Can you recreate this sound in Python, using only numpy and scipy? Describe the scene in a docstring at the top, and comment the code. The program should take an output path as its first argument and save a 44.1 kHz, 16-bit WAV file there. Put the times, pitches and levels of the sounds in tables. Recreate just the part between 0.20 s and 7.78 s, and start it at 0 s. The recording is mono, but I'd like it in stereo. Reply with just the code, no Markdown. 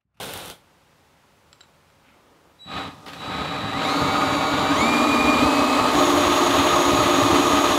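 """A quiet garage: malt pours into a steel hopper and stops; a cordless drill is clicked onto a roller mill's shaft.
The drill nudges the rollers once, then speeds up in steps: its speed control whistles as chopped-current tones,
its gears whine as orders of the shaft speed, and bursts of clicks, the cracking kernels, ring the mill, its board
and the bucket below. The last stretch is at full speed, from nearer."""
import sys
import numpy as np
from scipy import signal
from scipy.fft import rfft, irfft
from scipy.io import wavfile
from scipy.ndimage import uniform_filter1d

SR = 44100
rng = np.random.default_rng(int(sys.argv[2]) if len(sys.argv) > 2 else 0)


def generate_wav(signal):
    """Clip the signal to [-1, 1] and save it as 16-bit WAV at the path in sys.argv[1]."""
    frames = np.transpose(np.atleast_2d(signal))
    scaled = np.clip(frames, -1, 1) * 32767
    pcm = np.round(scaled).astype(np.int16)
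    wavfile.write(sys.argv[1], SR, pcm)


N = 334278
TIME, FREQ = np.arange(N) / SR, np.fft.rfftfreq(N, 1 / SR)
FULL_SPEED_TURNS_PER_S = 353  # trigger fully in


def amp(db):
    """Decibels to gain."""
    return 10 ** (np.asarray(db) / 20)


def unit(x):
    """Scales to rms 1."""
    return x / np.sqrt(np.mean(x ** 2) + 1e-20)


def add(mix, start_s, sound):
    """Lays a sound into the mix at start_s, in place."""
    part = mix[max(round(start_s * SR), 0):][:len(sound)]
    part += sound[:len(part)]


def envelope(start_s, end_s, rise_s, fall_db_per_s):
    """Rises from start_s, holds until end_s, then dies away."""
    rise = np.clip((TIME - start_s) / rise_s, 0, 1)
    return rise * amp(-fall_db_per_s * np.maximum(TIME - end_s, 0))


def lift(modes, hz):
    """Gain in dB of a set of resonances (Hz, width Hz, dB)."""
    return sum(db / (1 + (2 * (hz - mode_hz) / width_hz) ** 2) for mode_hz, width_hz, db in modes)


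def colour(x, points, modes=()):
    """Minimum-phase filter from a smooth spectrum and resonances, so that each click rings afterwards; rms 1."""
    hz = abs(np.fft.fftfreq(8192, 1 / SR))
    point_hz, point_db = np.transpose(points)
    smooth_db = np.interp(np.log(hz + 1), np.log(point_hz), point_db)
    log_gain = np.log(amp(smooth_db + lift(modes, hz)))
    ring = np.fft.ifft(np.exp(np.conj(signal.hilbert(log_gain)))).real
    return unit(signal.oaconvolve(x, ring[:len(ring) // 2])[:N])


def band(x, low_hz, high_hz):
    """One band of a sound, at rms 1."""
    below_high = 1 / (1 + (FREQ / high_hz) ** 10)
    below_low = 1 / (1 + (FREQ / low_hz) ** 10)
    return unit(irfft(rfft(x) * (below_high - below_low), N))


def waver(hz):
    """Random drift of rms 1, mostly slower than hz."""
    return unit(irfft(rfft(rng.standard_normal(N)) / (1 + (FREQ / hz) ** 2) ** 2, N))


def grains(per_s, spread_db):
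    """A random train of clicks, mostly small, a few large; rms 1."""
    size = amp(spread_db * np.minimum(rng.exponential(1, N), 4))
    sign = rng.choice([-1, 1], N)
    return unit(size * sign * (rng.random(N) < per_s / SR))


def garage_air():
    """Steady coloured noise of the quiet garage."""
    # (frequency [Hz], relative level [dB])
    air_colour = [(12, -44), (20, -25), (87, 0), (119, -4.5), (153, 0), (191, -5), (362, -7.5), (478, -7.5),
                  (565, -3.5), (614, -10.5), (857, -6.5), (1500, -11), (1770, -13.5), (2400, -14.5),
                  (15500, -31.5)]
    return amp(-58) * colour(rng.standard_normal(N), air_colour)


def pouring():
    """Kernels patter on the heap, thinning until the bucket is tipped back; some strike bare steel and tick."""
    # patter spectrum: (frequency [Hz], relative level [dB])
    pour_colour = [(24, -43), (40, -13), (162, -6.5), (350, -11), (417, -3.5), (686, -9.5), (817, -5.5),
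                   (998, -12), (1560, -11), (1770, -18.5), (3560, -11), (4800, -21), (7710, -24),
                   (9410, -20), (15500, -30)]
    # single kernels on steel: (time [s], peak level [dB])
    kernel_ticks = [(0.032, -21), (0.044, -19), (0.137, -17.5), (0.1748, -17.5), (0.259, -22), (0.281, -25),
                    (0.3, -23)]
    start_db, thins_db_per_s = -32, 20
    patter = colour(grains(per_s=5000, spread_db=1.5), pour_colour)
    stream = envelope(start_s=0, end_s=0.31, rise_s=0.001, fall_db_per_s=300)
    out = patter * amp(start_db - thins_db_per_s * TIME) * stream
    t = np.arange(600) / SR
    for tick_s, peak_db in kernel_ticks:
        tick = np.exp(-t / 0.0012) * rng.standard_normal(len(t))
        add(out, tick_s, amp(peak_db) * tick / abs(tick).max())
    return out


def chuck_clicks():
    """Steel jaws meet the shaft, then jerk against it: a noisy clack plus decaying modes, favoured by the spot."""
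    # (time [s], peak level [dB], pitch factor, ring re clack [dB], clack decay [s], favoured frequency [Hz])
    chuck_hits = [(1.329, -34, 1.02, -2, 0.0028, 4600), (1.407, -35.5, 1.02, -9, 0.0022, 1330),
                  (1.411, -33, .995, 5, .002, 3960), (1.432, -47, 0.92, -12, .003, 2900),
                  (1.436, -44, 1.01, -8, .003, 3960), (1.701, -47, 1.02, -8, .003, 1330),
                  (2.862, -30.5, 1.3, -17, 0.0081, 3960), (2.881, -29, 0.88, -18, 0.013, 3960),
                  (2.932, -27, 1.0, -18, 0.0093, 2900)]
    # (frequency before the pitch factor [Hz], relative level [dB], t60 [s])
    chuck_modes = [(1330, -1, .022), (2900, -11, .015), (3960, 3, .018), (4600, -3, .011), (5280, 0, .011),
                   (7480, 4, .018)]
    # (frequency [Hz], relative level [dB])
    clack_colour = [(100, -4), (400, 5), (1400, 4), (3300, 6), (4600, -1), (6000, -13), (8000, -19),
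                    (15500, -20)]
    favour_width_hz, favour_db, onset_s = 500, 8, 0.00044
    out, t = np.zeros(N), np.arange(SR // 10) / SR
    clatter = colour(rng.standard_normal(N), clack_colour)
    for hit_s, peak_db, pitch, ring_db, decay_s, favoured_hz in chuck_hits:
        spot = [(favoured_hz, favour_width_hz, favour_db)]
        ring = np.zeros(len(t))
        for hz, mode_db, t60_s in chuck_modes:
            decaying = amp(mode_db + lift(spot, hz) - 60 * t / t60_s)
            ring += decaying * np.sin(2 * np.pi * (hz * pitch * t + rng.random()))
        clack = clatter[rng.integers(N - len(t)):][:len(t)] * np.exp(-t / decay_s)
        click = (amp(ring_db) * ring + clack) * (1 - np.exp(-t / onset_s))
        add(out, hit_s, amp(peak_db) * click / abs(click).max())
    return out


def rub(start_s, end_s, db, points):
    """Friction: a dense train of coloured clicks that swells and dies away."""
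    friction = colour(grains(per_s=6500, spread_db=5.5), points)
    return friction * amp(db) * envelope(start_s, end_s, rise_s=0.039, fall_db_per_s=130)


def hand_rub():
    """A hand slides over the drill's casing, which colours the friction."""
    # (frequency [Hz], relative level [dB])
    hand_colour = [(150, -12), (265, 14), (400, -15), (900, -17), (1380, 7), (1700, -4), (2200, 4),
                   (3500, -5), (5000, -21), (10000, -35)]
    return rub(1.83, 1.9, -57, hand_colour)


def sleeve_rustle():
    """A sleeve moves: duller friction of cloth."""
    # (frequency [Hz], relative level [dB])
    sleeve_colour = [(40, -12), (110, -14), (300, 3), (600, 1), (1200, -1), (2000, -29), (8000, -37)]
    return rub(1.92, 2.28, -60, sleeve_colour)


def speed_control(speed):
    """The chopped current whistles, most at half duty; the rotor adds side tones, and narrow pulses add overtones."""
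    # trigger part way in: (on [s], off [s])
    squeezes = [(2.385, 2.63), (2.945, 5.62)]
    chop_hz, whistle_db = 3910, -37
    duty_at_rest, duty_per_turn_per_s = 0.091, 0.0032  # share of each cycle that the current is on
    chop = 2 * np.pi * chop_hz * TIME
    rotor = 2 * 2 * np.pi * np.cumsum(speed) / SR  # two cycles per turn
    narrow = 1 / (1 + (speed / 85) ** 4)  # 1 at rest, falls with speed
    lower_side = amp(-6.5 - 2.4 * narrow) * np.sin(chop - rotor)
    upper_side = amp(-31) * np.sin(chop + rotor)
    second = amp(-21.5) * np.sin(2 * chop - rotor / 2) + amp(-32) * np.sin(2 * chop - rotor)
    third = amp(-33) * np.sin(3 * chop)
    tone = np.sin(chop) + lower_side + upper_side + narrow * second + third
    duty = np.clip(duty_at_rest + duty_per_turn_per_s * speed, 0, 1)
    squeeze = sum(envelope(on_s, off_s, rise_s=0.035, fall_db_per_s=150) for on_s, off_s in squeezes)
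    return np.sqrt(2) * amp(whistle_db) * tone * np.sin(np.pi * duty) * squeeze * amp(0.5 * waver(hz=50))


def motor_speed():
    """After each move of the trigger the motor closes in exponentially on its new speed, in turns per s."""
    # trigger moves: (time [s], target speed [turns/s], lag [s])
    trigger_moves = [(2.432, 80, .195), (2.625, 0, .06), (2.98, 51, .06), (3.48, 80, .15),
                     (3.598, 141, .052), (3.95, 144, .05), (4.15, 141, .03), (4.3, 146.5, .06),
                     (4.526, 243, .058), (5.21, 255.5, .035)]
    ease_s = 0.065  # the finger takes this long over each move
    speed = np.zeros(N)
    for move_s, target, lag_s in trigger_moves:
        at = round(move_s * SR)
        speed[at:] = target + (speed[at] - target) * np.exp(-TIME[:N - at] / lag_s)
    return np.maximum(uniform_filter1d(speed, round(ease_s * SR)), 1e-3)


def speed_gain(speed, cruise_db, db_per_doubling):
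    """Level changes by a set number of dB with each doubling of speed; dies away below the stall speed."""
    cruise, stall = 148, 34.3  # turns per s
    return amp(cruise_db + db_per_doubling * np.log2(speed / cruise)) / (1 + (stall / speed) ** 2)


def motor_orders(speed, orders, housing, sag, flutter, rough_db):
    """Shaft and gear orders on one speed, shaken at random by the uneven load."""
    shaken_speed = speed * (1 + sag * waver(hz=12.35) + flutter * waver(hz=25.5))
    turns = np.cumsum(shaken_speed) / SR
    shake, out = waver(hz=54.6), np.zeros(N)
    for multiple, order_db in orders:
        tooth_db = rough_db * np.roll(shake, rng.integers(N))
        housing_db = np.interp(multiple * speed, *np.transpose(housing)) if housing else 0
        out += amp(order_db + housing_db + tooth_db) * np.sin(2 * np.pi * (multiple * turns + rng.random()))
    return np.sqrt(2) * out


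def gear_rasp(speed):
    """Teeth scrape in the gearbox: noise that pulses once a turn, harder with speed."""
    # (frequency [Hz], relative level [dB])
    rasp_colour = [(800, 1), (2000, 18), (2350, 22.5), (2900, -28), (3700, -13), (4550, 21), (5300, 2),
                   (6200, -28), (6900, 14.5), (8200, -3), (12000, -7), (15500, -63)]
    once_a_turn = np.sin(2 * np.pi * np.cumsum(speed) / SR)
    scrape = rng.standard_normal(N) * (1 + 0.5 * once_a_turn)
    return colour(scrape, rasp_colour) * amp(-35) * np.sqrt(speed / speed.max())


def gear_whine(speed):
    """Motor orders radiate through the gearbox housing, louder while accelerating; the gear rasp joins them."""
    # (multiple of shaft speed, relative level [dB])
    easing_orders = [(1, -34.5), (2, -42), (10, -38), (15, -54), (16, -46), (19, -47), (30, -55), (31, -48),
                     (32, -44), (40, -53), (46, -56), (47, -54), (48, -52), (64, -55), (85, -53)]
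    # gearbox radiation: (frequency [Hz], gain [dB])
    housing_gain = [(45, -44), (145, -7), (200, -8), (240, 6.5), (500, -19), (1000, -4), (1480, 4.5),
                    (1800, -1), (2140, 7.5), (2310, 8), (2430, 9.5), (2600, 0), (3300, 4), (3900, 6),
                    (4250, 6), (4700, -8.5), (5200, -10), (6200, 0), (7000, 3.5), (7700, -8), (8200, -6),
                    (9000, -12), (10000, -3), (12000, -11), (16000, -35)]
    eased = motor_orders(speed, easing_orders, housing_gain, sag=0.002, flutter=0.0035, rough_db=2.5)
    spin_up = np.clip(np.gradient(speed) * SR / 1000, 0, 0.25)  # 1000 turns per s per s
    spin_up_db = 12 * spin_up
    return (eased * amp(spin_up_db) + gear_rasp(speed)) * speed_gain(speed, cruise_db=-1, db_per_doubling=1.5)


def nearness():
    """0 while the mill is heard from afar, 1 once it is near."""
    middle_s, fade_s = 5.72, 0.14
    return np.clip((TIME - middle_s) / fade_s + 0.5, 0, 1)


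def crushing(eased_speed):
    """Kernels burst in clumps between the rollers: the mill booms, husks snap and fizz, levels set by speed."""
    # spectrum: (frequency [Hz], level at a crawl [dB], level running [dB]), relative levels
    mill_colour = [(25.1, -45, -19), (73, -4, 5.5), (122, -3, 2.5), (173, -2.5, -1), (313, -10.5, -3),
                   (510, -8.5, -8), (1180, -5.5, 0.5), (1570, -10.5, -9), (2270, -19, -15.5),
                   (4000, -17.5, -14.5), (5080, -19, -22.5), (6260, -20, -18.5), (8160, -23.5, -26.5),
                   (15500, -48, -50.5)]
    # board, bucket and hopper: (frequency [Hz], width [Hz], lift at a crawl [dB], lift running [dB])
    mill_modes = [(185, 93, 4, 6), (287.6, 44, 13, 15.5), (440, 65, 4.5, 6), (606, 71, 5.5, 12),
                  (660, 25, -3, 0), (776, 13.4, 15.5, 10.5), (885, 22, 5.5, 6), (1099, 110, 1.5, 4),
                  (1247, 82, 12, 9), (2507, 28, 10, 7), (3080, 14, -4, 10.5), (3550, 22, 8, 5.5),
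                  (3785, 38, -3, 2.5)]
    # grain crunches between halted rollers: (start [s], end [s], body [dB], crack [dB], fizz [dB])
    grain_shifts = [(2.66, 2.853, -48, -59, -63), (2.859, 3.008, -44.5, -47.5, -57)]
    near = nearness()
    speed = (1 - near) * eased_speed + near * FULL_SPEED_TURNS_PER_S
    running = np.clip((TIME - 3.4) / 1.4, 0, 1)  # the colour fades from crawl to running between 3.4 and 4.8 s
    crawl_points = [(hz, crawl_db) for hz, crawl_db, _ in mill_colour]
    run_points = [(hz, run_db) for hz, _, run_db in mill_colour]
    crawl_modes = [(hz, width_hz, crawl_db) for hz, width_hz, crawl_db, _ in mill_modes]
    run_modes = [(hz, width_hz, run_db) for hz, width_hz, _, run_db in mill_modes]

    def mill(x):
        return colour(x, crawl_points, crawl_modes), colour(x, run_points, run_modes)

    def part(pair, low_hz, high_hz):
        crawl, run = (band(x, low_hz, high_hz) for x in pair)
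        return (1 - running) * crawl + running * run

    def level(cruise_db, db_per_doubling, near_db, wander_db):
        drift_db = near_db * near + wander_db * waver(hz=20)
        return speed_gain(speed, cruise_db, db_per_doubling) * amp(drift_db)

    bursts = grains(per_s=2200, spread_db=1.5) * amp(1.12 * waver(hz=43.6))
    crumbs = rng.standard_normal(N)
    boom, snap, dust = mill(bursts + 0.78 * crumbs), mill(bursts + crumbs), mill(bursts + 1.5 * crumbs)
    rumble = part(boom, 20, 259)
    body = part(boom, 254, 1344)
    crack = part(snap, 1580, 4230)
    fizz = part(snap, 4010, 11000) + part(dust, 11100, 22000) * amp(-7.5)
    out = rumble * level(cruise_db=-35.5, db_per_doubling=-1.1, near_db=2, wander_db=3)
    out += body * level(cruise_db=-22, db_per_doubling=3.5, near_db=-1.44, wander_db=0.5)
    out += crack * level(cruise_db=-31.5, db_per_doubling=1, near_db=2.97, wander_db=1)
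    out += fizz * level(cruise_db=-43.5, db_per_doubling=4.5, near_db=2.5, wander_db=0.2)
    for start_s, end_s, body_db, crack_db, fizz_db in grain_shifts:
        crunch = (body + amp(-6) * rumble) * amp(body_db) + crack * amp(crack_db) + fizz * amp(fizz_db)
        out += crunch * envelope(start_s, end_s, rise_s=0.0073, fall_db_per_s=202)
    return out


def racing_motor():
    """Shaft and gear orders at full speed, heard from near."""
    # (multiple of shaft speed, relative level [dB])
    racing_orders = [(1, -26.7), (2, -41), (5.71, -45), (7.06, -44), (10, -41), (11, -45), (16, -51),
                     (17, -53), (18, -54), (18.5, -53), (19, -36), (30, -50), (31, -56), (38, -54),
                     (40, -55.5)]
    speed = np.full(N, FULL_SPEED_TURNS_PER_S)
    return amp(-1) * motor_orders(speed, racing_orders, None, sag=0.0025, flutter=0.0007, rough_db=2.2)


def knocking():
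    """A hard kernel jerks the board against the bucket: a dull, quickly damped sine."""
    # (time [s], level before the damping [dB], frequency [Hz])
    board_knocks = [(6.294, -25, 114), (6.785, -17.5, 120), (7.021, -15.5, 112)]
    out, t = np.zeros(N), np.arange(SR // 4) / SR
    shape = (1 - np.exp(-t / 0.0044)) * np.exp(-t / 0.022)
    for knock_s, knock_db, hz in board_knocks:
        add(out, knock_s, amp(knock_db) * shape * np.sin(2 * np.pi * hz * t))
    return out


def garage(x, t60_s, wet_db):
    """A short tail of scattered reflections from the cluttered room."""
    t = np.arange(SR // 2) / SR
    scattered = (rng.random(len(t)) < 0.1) * (t > 0.004)
    taps = rng.standard_normal(len(t)) * scattered * amp(-60 * t / t60_s)
    tail = signal.oaconvolve(x, taps / np.linalg.norm(taps))[:N]
    return (x + amp(wet_db) * tail) / np.hypot(1, amp(wet_db))


def scene():
    """All sources in the room; both channels are the same."""
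    speed, near = motor_speed(), nearness()
    handling = chuck_clicks() + hand_rub() + sleeve_rustle()
    drill = (1 - near) * gear_whine(speed) + near ** 2 * racing_motor() + speed_control(speed)
    mill = garage(crushing(speed) + knocking(), t60_s=0.15, wet_db=-18)
    mid = garage(pouring() + handling, t60_s=0.26, wet_db=-10) + mill + drill + garage_air()
    return np.array([mid, mid])


def record(dry):
    """Low-pass that removes the extreme treble."""
    low_pass = signal.firwin(511, 15750, window=("kaiser", 9), fs=SR)  # edge in Hz
    return signal.oaconvolve(dry, low_pass[None], "same")


dry = scene()
out = record(dry)
generate_wav(out)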